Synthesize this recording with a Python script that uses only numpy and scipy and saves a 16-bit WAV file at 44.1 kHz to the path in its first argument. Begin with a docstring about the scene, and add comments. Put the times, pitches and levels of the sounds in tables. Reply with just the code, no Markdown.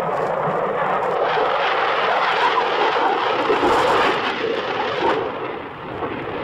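"""Over an open airfield, a single-engine jet fighter turns and draws away.
Its plume roars as shaped noise: the colour follows the angle it is heard from, and four registers surge in gusty air.
Narrow bands howl within the roar, and a breeze buffets the microphone.
The small microphone overloads with low thumps, sharp single crackles, a faint fizz and bouts of crackle.
A fast limiter holds the peaks, the recorder adds a thin, sinking whine, and the extreme top is cut off."""
import sys
import numpy as np
from scipy import signal
from scipy.fft import rfft, irfft, next_fast_len
from scipy.io import wavfile
from scipy.ndimage import uniform_filter1d, minimum_filter1d, map_coordinates

SR = 44100
rng = np.random.default_rng(int(sys.argv[2]) if len(sys.argv) > 2 else 0)


def wrap_up_sound(samples):
    """Save the sound to the file named by the first command line argument, as 16-bit audio."""
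    columns = np.atleast_2d(samples).T
    # keep every value between -1 and 1, then stretch to whole-number steps
    tamed = np.clip(columns, -1, 1)
    steps = np.round(tamed * 32767).astype(np.int16)
    wavfile.write(sys.argv[1], SR, steps)


N = 283563
TIME = np.arange(N) / SR
PADDED = next_fast_len(N + 8192, real=True)
BINS = np.maximum(np.arange(PADDED // 2 + 1) * SR / PADDED, 1)   # Hz

# Colour of the breeze and the low thumps. Each row: frequency in Hz, relative level in dB per Hz.
LOW_COLOUR = [(40, -2.5), (130, 0.5), (300, -43)]
# Low thumps as the overloaded microphone bottoms out. Each row: centre in seconds, length in seconds, level in dB.
OVERLOAD_THUMPS = [(3.718, 0.095, -43), (3.993, 0.12, -42)]
# Sharp single crackles of the overloaded microphone. Each row: time in seconds, relative level in dB.
SHARP_CRACKLES = [(0.173, -30), (0.208, -44), (0.268, -28), (1.031, -32), (1.111, -33), (2.4515, -23),
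                  (2.703, -40), (2.832, -36), (3.0826, -33), (3.411, -27), (3.424, -29), (4.3, -29),
                  (4.5506, -31), (4.583, -35), (4.974, -37), (5.0649, -34), (5.097, -26), (5.112, -29),
                  (5.139, -36), (6.2233, -44)]
# Colour of all the crackle. Each row: frequency in Hz, relative level in dB per Hz.
CRACKLE_COLOUR = [(2000, 9), (4000, 2.5), (5400, 3), (6200, -4.5), (7400, 1), (8300, -8), (9300, -5.5),
                  (10500, -12.5), (15500, -18.5)]
# Colour of the exhaust from four angles. Each row: frequency in Hz, relative level in dB per Hz.
NEARING_COLOUR = [(41, -74), (90, -36.5), (165, -11.5), (250, -28.5), (362, -22), (527, -10.5),
                  (1180, -1.5), (1460, -10.5), (1740, -9), (3140, -29.5), (3630, -36.5), (5000, -64),
                  (6500, -69)]
ABEAM_COLOUR = [(41, -62), (70, -45), (157, -18), (222, -24), (321, -19.5), (346, -14.5), (389, -11),
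                (500, -3), (793, -0.5), (1020, -4.5), (1280, -3), (2720, -19.5), (3180, -20), (7000, -54),
                (9100, -74)]
LEAVING_COLOUR = [(41, -67), (70, -38.5), (122, -21.5), (205, -21), (285, 0), (437, 12), (618, 2.5),
                  (841, 3.5), (1080, 0), (1310, -1), (1590, -4.5), (2380, -13.5), (3000, -13.5),
                  (4160, -26.5), (7000, -45.5), (9100, -73)]
FAR_COLOUR = [(41, -44), (70, -23.5), (134, -12.5), (199, -18.5), (273, -2.5), (426, 2), (468, 0.5),
              (818, -10), (1020, -10.5), (1660, -15.5), (2800, -23.5), (3630, -33.5), (6000, -64),
              (7800, -96)]
# The jet swings from one angle to the next. Each row: middle in seconds, duration in seconds.
ANGLE_TURNS = [(1.142, 0.2), (2.4, 0.5), (5.171, 0.7)]
# Howling swells in the roar. Each row: start and end in seconds, start and end pitch in Hz, relative level in dB.
HOWL_GLIDES = [(0.323, 0.66, 515, 501.4, -34), (2.002, 2.291, 595, 811, -29), (2.407, 2.5, 955, 955, -19.5),
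               (2.554, 2.61, 1120, 888, -18.5), (3.035, 3.223, 466, 384, -32.5),
               (3.615, 3.723, 322, 415, -22), (4.422, 4.532, 443.5, 464, -25.5),
               (4.777, 4.865, 830, 920, -29.5), (5.03, 5.126, 917, 898, -25)]
# Response of the microphone in its housing. Each row: frequency in Hz, gain in dB.
MICROPHONE_RESPONSE = [(400, -2), (530, 1.5), (630, -4), (760, 5), (1000, 5), (1300, 4), (1550, -2),
                       (2300, -3), (3300, 0.2), (4100, -1), (5200, 3.5), (6100, -1.5), (9000, -3.5)]
# Slow loudness of the jet as it passes and draws away. Each row: time in seconds, level in dB.
JET_LOUDNESS = [(0, -21.5), (0.3, -22.5), (1.15, -19.5), (2.3, -21), (2.7, -20.5), (3.61, -22.5),
                (3.66, -16.5), (4.095, -17), (4.125, -21.5), (4.3, -24.5), (4.33, -25), (4.95, -22.5),
                (5.06, -17.5), (5.28, -23), (5.32, -26.5), (5.76, -26), (6.02, -27.5), (6.43, -26.5)]
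# Bass of the jet, weakest while it is side-on. Each row: time in seconds, level in dB.
JET_BASS = [(0, -37.5), (0.6, -35.5), (1.6, -50.5), (3.25, -45.5), (3.75, -35.5), (4.4, -40), (5.5, -42.5),
            (6.43, -36.5)]
# Treble of the jet. Each row: time in seconds, level in dB.
JET_TREBLE = [(0, -36.5), (0.74, -39), (0.78, -33), (1.14, -35.5), (1.255, -35.5), (1.285, -32),
              (1.85, -30), (2.3, -26.5), (3.1, -31), (3.78, -26.5), (4.07, -25.5), (4.2, -31),
              (4.42, -34.5), (5.14, -33.5), (5.17, -40.5), (5.75, -43), (6.43, -39)]
# Moving air focuses or scatters one register for a moment.
# Each row: centre in seconds, length in seconds, centre frequency in Hz, gain in dB.
AIR_SURGES = [(0.182, 0.054, 450, -3), (0.44, 0.036, 1000, 6.5), (0.494, 0.059, 140, 11.5),
              (0.735, 0.079, 850, -8), (1.106, 0.045, 160, 11), (1.23, 0.032, 650, 6),
              (1.34, 0.055, 140, 7), (1.34, 0.06, 395, -5), (1.332, 0.085, 1840, 10),
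              (1.412, 0.027, 450, 5), (1.683, 0.13, 2600, 4.5), (2.04, 0.061, 1850, 4.5),
              (2.057, 0.068, 140, 6.5), (2.28, 0.055, 398, -7), (2.315, 0.035, 1770, 8.5),
              (2.83, 0.066, 620, 8.5), (2.927, 0.02, 450, -20), (3.06, 0.042, 980, 8),
              (3.14, 0.2, 2420, -5.5), (3.225, 0.027, 400, -10), (3.516, 0.036, 397, 9.5),
              (3.845, 0.042, 1000, -7.5), (3.917, 0.066, 900, 3), (4.276, 0.042, 1550, 9),
              (4.485, 0.14, 1000, -6), (4.56, 0.14, 400, 8), (4.6, 0.022, 1550, 9),
              (4.705, 0.012, 1680, 11), (4.807, 0.021, 1770, 6), (4.877, 0.017, 2600, 5),
              (4.974, 0.029, 800, -7), (5.018, 0.013, 2600, 4.5), (5.105, 0.025, 1250, 9.5),
              (5.15, 0.22, 380, 1.5), (5.425, 0.16, 1500, 6.5), (5.756, 0.19, 400, -11),
              (6.044, 0.048, 680, 14.5), (6.122, 0.0076, 400, 12)]
# Faint steady fizz in the first second, then bouts of crackle from the overloaded microphone.
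# Each row: start in seconds, length in seconds, relative level in dB.
FIZZ_AND_BOUTS = [(0, 0.99, -67.5), (0.146, 0.16, -55.5), (0.506, 0.1, -65), (1.012, 0.14, -57),
                  (2.313, 0.033, -58), (2.41, 0.04, -51.5), (3.514, 0.64, -53), (3.657, 0.186, -43.5),
                  (3.72, 0.032, -38.5), (3.87, 0.078, -44), (3.977, 0.13, -49), (4.223, 0.085, -59),
                  (5.06, 0.11, -65), (5.922, 0.072, -66)]

# centres of the rumble, roar, rush and hiss, and the edges between them
REGISTERS_HZ = (140, 400, 1000, 2600)
ROAR_FROM_HZ, RUSH_FROM_HZ, HISS_FROM_HZ = 220, 620, 1600
SURGE_OCTAVES = 0.48   # spread of each surge around its centre
# brightness is treble against loudness; roar and rush each have an offset in dB and a slope in dB per dB
USUAL_BRIGHTNESS_DB = -12
ROAR_DB, ROAR_PER_BRIGHTNESS = -3.5, -0.39
RUSH_DB, RUSH_PER_BRIGHTNESS = -5.5, 0.39
# faint crackle: relative dB at the usual treble level, and dB per dB of treble
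USUAL_TREBLE_DB = -30
FAINT_CRACKLE_DB, CRACKLE_PER_TREBLE = -60.5, 1.2
RISE_SHARE, FALL_S = 0.3, 0.014   # of the fizz and each bout; the rise is a share of the length
CUTOFF_HZ = 15750


def from_db(db):
    """Turn decibels into gain."""
    return 10 ** (np.asarray(db) / 20)


def in_time(rows):
    """Draw a (seconds, dB) curve at every sample."""
    s, db = np.transpose(rows)
    return np.interp(TIME, s, db)


def filtered(x, gain):
    """Apply a gain at each frequency, with the ends mirrored."""
    lead = (PADDED - N) // 2
    padded = np.pad(x, (lead, PADDED - N - lead), "reflect")
    return irfft(rfft(padded) * gain, PADDED)[lead:lead + N]


def coloured(x, spectrum):
    """Filter by a (Hz, dB) outline and bring the spread to 1."""
    hz, db = np.transpose(spectrum)
    y = filtered(x, from_db(np.interp(np.log(BINS), np.log(hz), db)))
    return y / y.std()


def split(x, hz):
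    """Part the sound steeply into what lies below and above a frequency."""
    low = filtered(x, 1 / (1 + (BINS / hz) ** 10))
    return low, x - low


def levelled(x, span_s):
    """Even out the sound so its running rms stays near 1."""
    size = max(int(span_s * SR), 8)
    power = uniform_filter1d(uniform_filter1d(x ** 2, size), size)
    return x / np.sqrt(np.abs(power) + 1e-9)


def drift(rate):
    """Slow chance, changing about rate times a second; spread 1."""
    size, per_s = 8192, 1000
    hz = np.arange(size // 2 + 1) * per_s / size
    slow = irfft(rfft(rng.standard_normal(size)) / (1 + (hz / rate) ** 2))
    return np.interp(TIME, np.arange(size) / per_s, slow / slow.std())


def lumps(rate):
    """Chance flips between lumps and gaps, from -1 to 1."""
    return np.tanh(2 * drift(rate))


def swell(s, length_s):
    """A bell-shaped rise and fall of height 1 around a moment."""
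    return np.exp(-2 * ((TIME - s) / length_s) ** 2)


def decaying(impulses, decay_s):
    """Give every impulse an exponential tail."""
    return signal.lfilter([1], [1, -np.exp(-1 / (decay_s * SR))], impulses + 1e-18)


def whine(hz, level_db, fade_db_per_s):
    """The recorder's own thin whine: a pure tone that sinks steadily."""
    return from_db(level_db - fade_db_per_s * TIME) * np.sin(2 * np.pi * hz * TIME)


def breeze_and_thumps(breeze_db, lull_db, lull_s, lull_length_s):
    """Low noise: a breeze with one long lull, and thumps as the overloaded microphone bottoms out."""
    breeze = from_db(breeze_db + lull_db * swell(lull_s, lull_length_s))
    thumps = sum(from_db(db) * swell(s, length) for s, length, db in OVERLOAD_THUMPS)
    return coloured(rng.standard_normal(N), LOW_COLOUR) * (breeze + thumps)


def sharp_crackles(decay_s, level_db, top_hz):
    """Single crackles of the overloaded microphone: noise bursts of a few milliseconds, duller than the bouts."""
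    onsets = np.zeros(N)
    for s, db in SHARP_CRACKLES:
        onsets[int(s * SR)] = from_db(db + level_db)
    noise = coloured(rng.standard_normal(N), CRACKLE_COLOUR)
    return decaying(onsets, decay_s) * filtered(noise, 1 / (1 + (BINS / top_hz) ** 2))


def crackle_strength():
    """Faint crackle follows the jet's treble; the early fizz and each bout swell in, hold and fall quickly."""
    above_usual = in_time(JET_TREBLE) - USUAL_TREBLE_DB
    strength = from_db(FAINT_CRACKLE_DB + CRACKLE_PER_TREBLE * above_usual)
    for s, length, db in FIZZ_AND_BOUTS:
        rise = (TIME - s) / (RISE_SHARE * length)
        fall = (s + length - TIME) / FALL_S
        strength = strength + from_db(db) * np.clip(np.minimum(rise, fall) + .5, 0, 1)
    return strength


def overload(x, headroom, fizz, sputter_db, level_db):
    """The microphone bottoms out on deep negative swings; each flattened trough spits treble."""
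    flattened = np.tanh(2 * np.maximum(-levelled(x, span_s=0.038) - headroom, 0))
    # fizz keeps a little noise between troughs
    spit = coloured((flattened + fizz) * rng.standard_normal(N), CRACKLE_COLOUR)
    # the spits come in clumps
    clumps_db = sputter_db * lumps(rate=45)
    return levelled(spit, span_s=0.11) * crackle_strength() * from_db(level_db + clumps_db)


def limiter(x, ceiling, hold_s):
    """The gain ducks for a few milliseconds around each peak over the ceiling."""
    size = max(int(hold_s * SR), 8)
    gain = minimum_filter1d(ceiling / np.maximum(np.abs(x), ceiling), 2 * size)
    return x * uniform_filter1d(uniform_filter1d(gain, size), size)


def howls(width_hz, level_db):
    """Narrow bands of the roar swell, glide and fade: slow chance carried on a gliding pitch."""
    out = np.zeros(N)
    for start, end, start_hz, end_hz, db in HOWL_GLIDES:
        progress = np.clip((TIME - start) / (end - start), 0, 1)
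        phase = 2 * np.pi * np.cumsum(start_hz + progress * (end_hz - start_hz)) / SR
        band = drift(width_hz) * np.cos(phase) + drift(width_hz) * np.sin(phase)
        out += levelled(band, span_s=0.35) * np.sin(np.pi * progress) * from_db(db + level_db)
    return out


def swaying(x, share, rate):
    """Gusts stretch and squeeze the travel time, so resonances slide by about a share of their pitch."""
    position = np.arange(N) + np.cumsum(share * drift(rate))
    return map_coordinates(x, [position], order=3, mode="reflect")


def wavering(x, depth, rate, shortest_s, longest_s):
    """Sound takes several paths through uneven air; their shifting shares carve passing peaks and dips."""
    lags = np.geomspace(shortest_s, longest_s, num=7) * rng.uniform(.85, 1.15, size=7)
    return x + depth * sum(drift(rate) * np.roll(x, int(lag * SR)) for lag in lags)


def surges_db(hz):
    """Moving air lifts or dips one register; each surge spans about an octave around its centre."""
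    total = 0
    for s, length, centre, db in AIR_SURGES:
        octaves = np.log2(hz / centre)
        total = total + db * swell(s, length) * np.exp(-.5 * (octaves / SURGE_OCTAVES) ** 2)
    return total


def register_levels(wander_db, wander_rate):
    """Rumble, roar, rush and hiss in dB; the brighter the jet, the more its roar gives way to rush."""
    loudness, treble, bass = in_time(JET_LOUDNESS), in_time(JET_TREBLE), in_time(JET_BASS)
    brightness = treble - loudness - USUAL_BRIGHTNESS_DB
    roar = loudness + ROAR_DB + ROAR_PER_BRIGHTNESS * brightness
    rush = loudness + RUSH_DB + RUSH_PER_BRIGHTNESS * brightness
    return [db + surges_db(hz) + wander_db * drift(wander_rate)
            for db, hz in zip((bass, roar, rush, treble), REGISTERS_HZ)]


def shocks(per_s, decay_s):
    """Shock fronts arrive at random, rise in about a millisecond and die away; mean 0, spread 1."""
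    fronts = (rng.random(N) < per_s / SR) * rng.uniform(0.31, 1, N)
    tails = np.tanh(decaying(fronts, decay_s))
    tails = uniform_filter1d(uniform_filter1d(tails, size=30), size=30)
    return (tails - tails.mean()) / tails.std()


def exhaust():
    """Turbulent mixing noise; each angle's colour hands over to the next at equal power."""
    noise = coloured(rng.standard_normal(N), NEARING_COLOUR)
    for (s, duration), colour in zip(ANGLE_TURNS, (ABEAM_COLOUR, LEAVING_COLOUR, FAR_COLOUR)):
        angle = np.pi / 2 * np.clip((TIME - s) / duration + .5, 0, 1)
        noise = np.cos(angle) * noise + np.sin(angle) * coloured(rng.standard_normal(N), colour)
    return noise


def jet(flutter_db, hiss_flutter_db, tear_db):
    """Four registers sound together, each with its own level; the air makes the short waves flutter most."""
    rumble_db, roar_db, rush_db, hiss_db = register_levels(wander_db=1.77, wander_rate=1.53)
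    swayed = swaying(exhaust(), share=0.04, rate=4)
    heard = wavering(swayed, depth=0.17, rate=9.3, shortest_s=0.001249, longest_s=.011)
    rumble, rest = split(coloured(heard, MICROPHONE_RESPONSE), ROAR_FROM_HZ)
    roar, rest = split(rest, RUSH_FROM_HZ)
    rush, hiss = split(rest, HISS_FROM_HZ)
    flutter = lumps(rate=22)
    # steep wavefronts from the plume tear at the top of the roar
    tearing_db = tear_db * shocks(per_s=110, decay_s=0.0019)
    rush_db = rush_db + .5 * tearing_db + flutter_db * flutter
    hiss_db = hiss_db + tearing_db + hiss_flutter_db * flutter
    return (levelled(rumble, span_s=0.09) * from_db(rumble_db)
            + levelled(roar, span_s=0.089) * from_db(roar_db)
            + levelled(rush, span_s=0.054) * from_db(rush_db)
            + levelled(hiss, span_s=0.012) * from_db(hiss_db))


def scene():
    """The jet with its howls, the breeze, and the microphone's thumps and sharp crackles."""
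    low = breeze_and_thumps(breeze_db=-52.0, lull_db=-11.5, lull_s=3.46, lull_length_s=2.3)
    sharp = sharp_crackles(decay_s=0.0028, level_db=-0.5, top_hz=10000)
    plume = jet(flutter_db=0.98, hiss_flutter_db=1.72, tear_db=1.5) + howls(width_hz=48, level_db=3.5)
    return (plume + low + sharp)[None]


def record(dry):
    """Fizz and bouts of overload, whine, limiter and a steep top cut."""
    x = dry[0] + overload(dry[0], headroom=1.88, fizz=0.17, sputter_db=3.0, level_db=6.0)
    x = x + whine(hz=15630, level_db=-79.0, fade_db_per_s=1)
    x = limiter(x, ceiling=0.35, hold_s=0.0006)
    top_cut = np.clip((CUTOFF_HZ - BINS) / 100, 0, 1)
    return filtered(x, top_cut)[None]


dry = scene()
out = record(dry)
wrap_up_sound(out)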